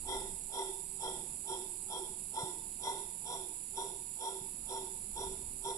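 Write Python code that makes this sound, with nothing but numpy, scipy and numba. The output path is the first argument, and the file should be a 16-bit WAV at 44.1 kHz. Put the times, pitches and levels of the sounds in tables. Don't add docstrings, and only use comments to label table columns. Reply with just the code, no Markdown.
import sys
import numpy as np
from scipy import signal
from scipy.fft import rfft, irfft, next_fast_len
from scipy.io import wavfile
from scipy.ndimage import uniform_filter1d
from numba import njit

SR = 44100
rng = np.random.default_rng(int(sys.argv[2]) if len(sys.argv) > 2 else 0)


def generate_wav(signal):
    frames = np.transpose(np.atleast_2d(signal))
    scaled = np.clip(frames, -1, 1) * 32767
    pcm = np.round(scaled).astype(np.int16)
    wavfile.write(sys.argv[1], SR, pcm)


N = 254456
TIME = np.arange(N) / SR

# f/Hz, left/dB, right/dB
AIR_SPECTRUM = [(30.5, -73.5, -73.5), (52, -75, -80.5), (101, -87, -85), (189.5, -80.5, -82.5),
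                (304, -89.5, -88.5), (460, -99, -98), (900, -101, -100), (1740, -105, -106),
                (2650, -92, -106), (3120, -101, -103), (4170, -95, -107), (4770, -92.5, -102),
                (5740, -105, -104)]
# t/s, gain/dB
RUMBLE_GAIN = [(0, 5), (1.2, -3.5), (4.8, -3.5), (5.3, 2), (5.77, 0)]
# t/s, level/dB, half-width/s
MIC_BUMPS = [(2.437, -37, .005), (4.417, -43, .004), (5.1, -53, .008)]
# t/s, level before filtering/dB
TWIG_SNAPS = [(0.2048, -40.5), (2.724, -48.5), (5.1, -55)]
# f/Hz, left/dB, right/dB
CHORUS_SPECTRUM = [(6580, -120, -118), (6550, -106, -97), (7154, -86.5, -77), (7380, -92, -79),
                   (8090, -104, -73), (7860, -81, -86), (8730, -105, -83), (10020, -102, -76.5),
                   (12460, -112, -100), (14400, -126, -126)]
# f/Hz, gain/dB
TICK_SPECTRUM = [(6500, -31), (8300, -15), (9100, -4), (9700, 1), (10050, -0.5), (10450, 4), (10930, 1),
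                 (11250, -8), (12000, -17.5), (13000, -34), (13400, -55)]
# t/s, rate/Hz
STROKE_RATE = [(0, 41.62), (2.8, 41.65), (5.5, 42.1)]
# f/Hz, width/Hz, level/dB, loss when shut/dB, left minus right/dB
THROAT_MODES = [(271, 77, -20, 0, -1), (528, 112.5, -8.5, 6, -3.5), (637, 131, -13.5, 0.5, -5),
                (921, 53.4, 1, 3.5, -0.5), (1126, 150, -26.5, 10, -7.5), (1426, 61, -15.5, 6.5, 0.5),
                (2027, 78, -25.5, 14, 0.5), (3382, 75, -15.5, 20, 19.5), (3570, 223, -12.5, 6, 7),
                (4146, 127, -27.5, 29, -15), (5286, 227, -19, 1, 2), (5728, 96, -16.5, 7, -10)]
# peak t/s, length/s, level/dB, hoot level/dB, tuning ratio, hoot sag one length on/Hz
GRUNT_EVENTS = [(0.134, 0.14, -40, -44.5, 0.99, 21.5), (0.593, 0.16, -41.5, -46, 0.99, 38),
                (1.071, 0.15, -42.5, -48, 0.98, 73), (1.531, 0.14, -45, -46, 0.98, 56),
                (1.962, 0.15, -44.5, -46.5, 0.98, 41), (2.406, 0.14, -42, -45, 0.99, 59),
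                (2.887, 0.15, -41, -47, 1.006, 55), (3.333, 0.17, -44, -49.5, 1.001, 61),
                (3.815, 0.132, -44, -45.5, 1.003, 45.4), (4.267, 0.16, -44, -46.5, 0.99, 27),
                (4.749, 0.15, -43.5, -49.5, 0.99, 46), (5.221, 0.15, -44.5, -43.5, 1.0, 24.5),
                (5.694, 0.13, -43, -45, 1.0, 24)]


def undb(db):
    return 10 ** (np.asarray(db) / 20)


def unit(x):
    return x / np.sqrt(np.mean(x ** 2))


def pan(left_minus_right_db):
    return undb(np.array([[1], [-1]]) * left_minus_right_db / 2)


def colour(x, hz, db):
    size = next_fast_len(x.shape[-1], real=True)
    bins_hz = np.fft.rfftfreq(size, 1 / SR)
    gain = undb(np.interp(np.log(bins_hz + 1), np.log(hz), db))
    return irfft(rfft(x, size) * gain, size)[..., :x.shape[-1]]


@njit
def band(x, hz, width_hz):
    y, band_state, low_state = np.empty(len(x)), 0., 0.
    for i in range(len(x)):
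        g, damping = np.tan(np.pi * hz[i] / SR), width_hz[i] / hz[i]
        v = (band_state + g * (x[i] - low_state)) / (1 + g * (g + damping))
        band_state = 2 * v - band_state
        low_state += 2 * g * v
        y[i] = damping * v
    return y


def resonate(x, hz, width_hz):
    for _ in range(3):
        x = band(x, hz + np.zeros(len(x)), np.full(len(x), 2. * width_hz))
    return x


def walk(rate_hz, size=N):
    hold = max(int(SR / rate_hz), 1)
    steps = np.repeat(rng.standard_normal(size // hold + 3), hold)
    return 1.3 * uniform_filter1d(uniform_filter1d(steps, hold), hold)[hold:hold + size]


def swell_db(progress, start, hold, attack, release):
    early = np.maximum(start - progress, 0)
    late = np.maximum(progress - start - hold, 0)
    return -30 * (early / attack + late / release)


def bed(spectrum, noise):
    hz, *sides_db = np.transpose(spectrum)
    return np.array([colour(side, hz, db) for side, db in zip(noise, sides_db)]) * np.sqrt(SR / 2)


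def air():
    common = colour(rng.standard_normal(N), [700, 2500], [0, -14]) * undb(2.6 * walk(4.3))
    diffuse = colour(rng.standard_normal((2, N)), [700, 2500], [-6, 0])
    still = colour(bed(AIR_SPECTRUM, common + diffuse), [5550, 6400, 8900, 14000], [-1, -1.5, -4, -31])
    rumble = colour(still, [70, 150], [0, -40])
    rumble_gain = undb(np.interp(TIME, *np.transpose(RUMBLE_GAIN)))
    return still + rumble * (rumble_gain - 1)


def bumps(thud_hz=140):
    out = np.zeros(N)
    for at_s, db, width_s in MIC_BUMPS:
        t = TIME - at_s
        out += undb(db) * np.exp(-(t / width_s) ** 2) * np.cos(2 * np.pi * thud_hz * t)
    return out * pan(3)


def twigs(decay_s=0.0019):
    envelope = sum(undb(db) * (TIME > at_s) * np.exp(-abs(TIME - at_s) / decay_s)
                   for at_s, db in TWIG_SNAPS)
    bursts = envelope * rng.standard_normal(N)
    return colour(bursts, [900, 2500, 4500, 7000, 12000], [-26.5, -1, 3, -25, -37]) * pan(6)


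def chorus(singer_stop_s=2.53, singer_db=-59, whine_db=-64):
    crowd = bed(CHORUS_SPECTRUM, rng.standard_normal((2, N))) * undb(0.65 * walk(45))
    singer = unit(resonate(rng.standard_normal(N), hz=8136, width_hz=135)) * undb(1.53 * walk(60.5))
    singer *= np.clip((singer_stop_s - TIME) / 0.024, 0, 1)
    whine = unit(resonate(rng.standard_normal(N), hz=9850, width_hz=14))
    return crowd + (singer * undb(singer_db) + whine * undb(whine_db)) * pan(-20)


def near_insect(click_hz=10000, click_s=0.00007, pair_gap_s=0.008018,
                leaf_echo_s=0.0012, scatter_s=0.03, direct_db=-60.5, scattered_db=-55.1):
    stroke_hz = np.interp(TIME, *np.transpose(STROKE_RATE)) * (1 + 0.0013 * walk(40))
    since_click_s = (np.cumsum(stroke_hz) / SR % 1) / stroke_hz - 0.004
    clicks = sum(np.exp(-(t / click_s) ** 2) * np.cos(2 * np.pi * click_hz * t)
                 for t in (since_click_s, since_click_s - pair_gap_s))
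    clicks = colour(clicks * undb(0.5 * walk(60)), *np.transpose(TICK_SPECTRUM))
    tail_s = TIME[:SR // 5]
    leaves = rng.standard_normal((2, len(tail_s))) * np.exp(-tail_s / scatter_s)
    scattered = unit(signal.fftconvolve(clicks[None], leaves, axes=1)[:, :N])
    direct = unit(clicks + 0.4 * np.roll(clicks, int(leaf_echo_s * SR)))
    return undb(direct_db) * direct * pan(-27) + undb(scattered_db) * scattered * pan(-21)


def scatter(envelope, db, spread):
    noise = rng.standard_normal(SR) + spread * rng.standard_normal((2, SR))
    return undb(db) * unit(noise * envelope) / np.sqrt(SR)


def forest(call, low_t60_s=0.95, high_t60_s=0.6, crossover_hz=(1100, 1800),
           tree_echo_s=0.0993, right_lag_samples=7):
    t = TIME[:SR]
    onset = 1 - np.exp(-t / 0.035)
    lows = scatter(undb(-60 * t / low_t60_s) * onset, db=-7.5, spread=0.49)
    highs = scatter(undb(-60 * t / high_t60_s) * onset, db=-4, spread=8.8)
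    leaves = scatter(np.exp(-t / 0.016), db=-4, spread=0.47)
    trees = scatter(np.exp(-((t - tree_echo_s) / 0.01) ** 2), db=-12, spread=0.38)
    reverb = colour(lows, crossover_hz, [0, -30]) + colour(highs, crossover_hz, [-30, 0])
    left, right = call + signal.fftconvolve(call, reverb + leaves + trees, axes=1)[:, :N]
    return np.array([left, np.roll(right, right_lag_samples)])


def rattle(size, fold_hz=120, jitter=0.3, flutter_hz=55, flutter_depth=0.22):
    fold_cycles = np.cumsum(fold_hz * np.exp(jitter * walk(110, size))) / SR
    slaps = np.diff(np.floor(fold_cycles), prepend=0)
    puffs = np.exp(-(fold_cycles % 1)) * rng.standard_normal(size)
    flutter_cycles = np.cumsum(flutter_hz * np.exp(0.22 * walk(40.1, size))) / SR
    flutter = 1 + flutter_depth * np.sin(2 * np.pi * flutter_cycles)
    return unit((unit(slaps) + 1.2 * unit(puffs)) * flutter)


def throat(folds, progress, level_db, tuning, mouth_glide=0.075, easy_db=-44,
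           twang_hz=2005, twang_per_db=2.5, rasp_above_hz=2600, rasp_per_db=-0.1):
    effort_db = level_db - easy_db
    body_db = level_db + swell_db(progress, start=-0.24, hold=0.34, attack=0.56, release=1)
    rasp_db = level_db + swell_db(progress, start=-0.35, hold=0.38, attack=0.33, release=0.91)
    rasp_db += rasp_per_db * effort_db
    mouth_shut = 1 - np.exp(-((progress - 0.0031) / 0.59) ** 2)
    voice = 0
    for hz, width_hz, mode_db, shut_loss_db, pan_db in THROAT_MODES:
        octaves_up = max(np.log2(hz / 920), 0)
        centre_hz = hz * tuning * (1 - mouth_glide * mouth_shut / (1 + octaves_up / 4))
        ring = unit(resonate(folds, centre_hz, width_hz)) * np.sqrt(width_hz / 100)
        drive_db = rasp_db if hz > rasp_above_hz else body_db
        twang_db = twang_per_db * effort_db * np.exp(-((hz - twang_hz) / 300) ** 2)
        voice += ring * undb(mode_db + drive_db + twang_db - shut_loss_db * mouth_shut) * pan(pan_db)
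    return voice


def hoot(folds, progress, level_db, tuning, sag_hz, hyoid_hz=391):
    size = len(folds)
    pitch_hz = hyoid_hz * tuning - sag_hz * np.maximum(progress, 0) ** 2 + 5 * walk(89, size)
    tone = np.sin(2 * np.pi * np.cumsum(pitch_hz) / SR) * undb(3.8 * walk(54.5, size))
    hoarse = unit(resonate(folds, pitch_hz, width_hz=56))
    envelope = undb(level_db + swell_db(progress, start=-0.18, hold=0.67, attack=0.61, release=1))
    return (0.79 * tone + 0.34 * hoarse) * envelope * pan(-0.68)


def monkey():
    out = np.zeros((2, N))
    for peak_s, length_s, level_db, hoot_db, tuning, sag_hz in GRUNT_EVENTS:
        span = (TIME > peak_s - length_s) & (TIME < peak_s + 1.5 * length_s)
        progress = (TIME[span] - peak_s) / length_s
        folds = rattle(len(progress))
        out[:, span] += throat(folds, progress, level_db, tuning)
        out[:, span] += hoot(folds, progress, hoot_db, tuning, sag_hz)
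    return out


def scene():
    return forest(monkey()) + near_insect() + chorus() + air() + bumps() + twigs()


def record(dry, cutoff_hz=15000):
    return signal.sosfilt(signal.ellip(8, 0.2, 70, cutoff_hz, fs=SR, output="sos"), dry)


dry = scene()
out = record(dry)
generate_wav(out)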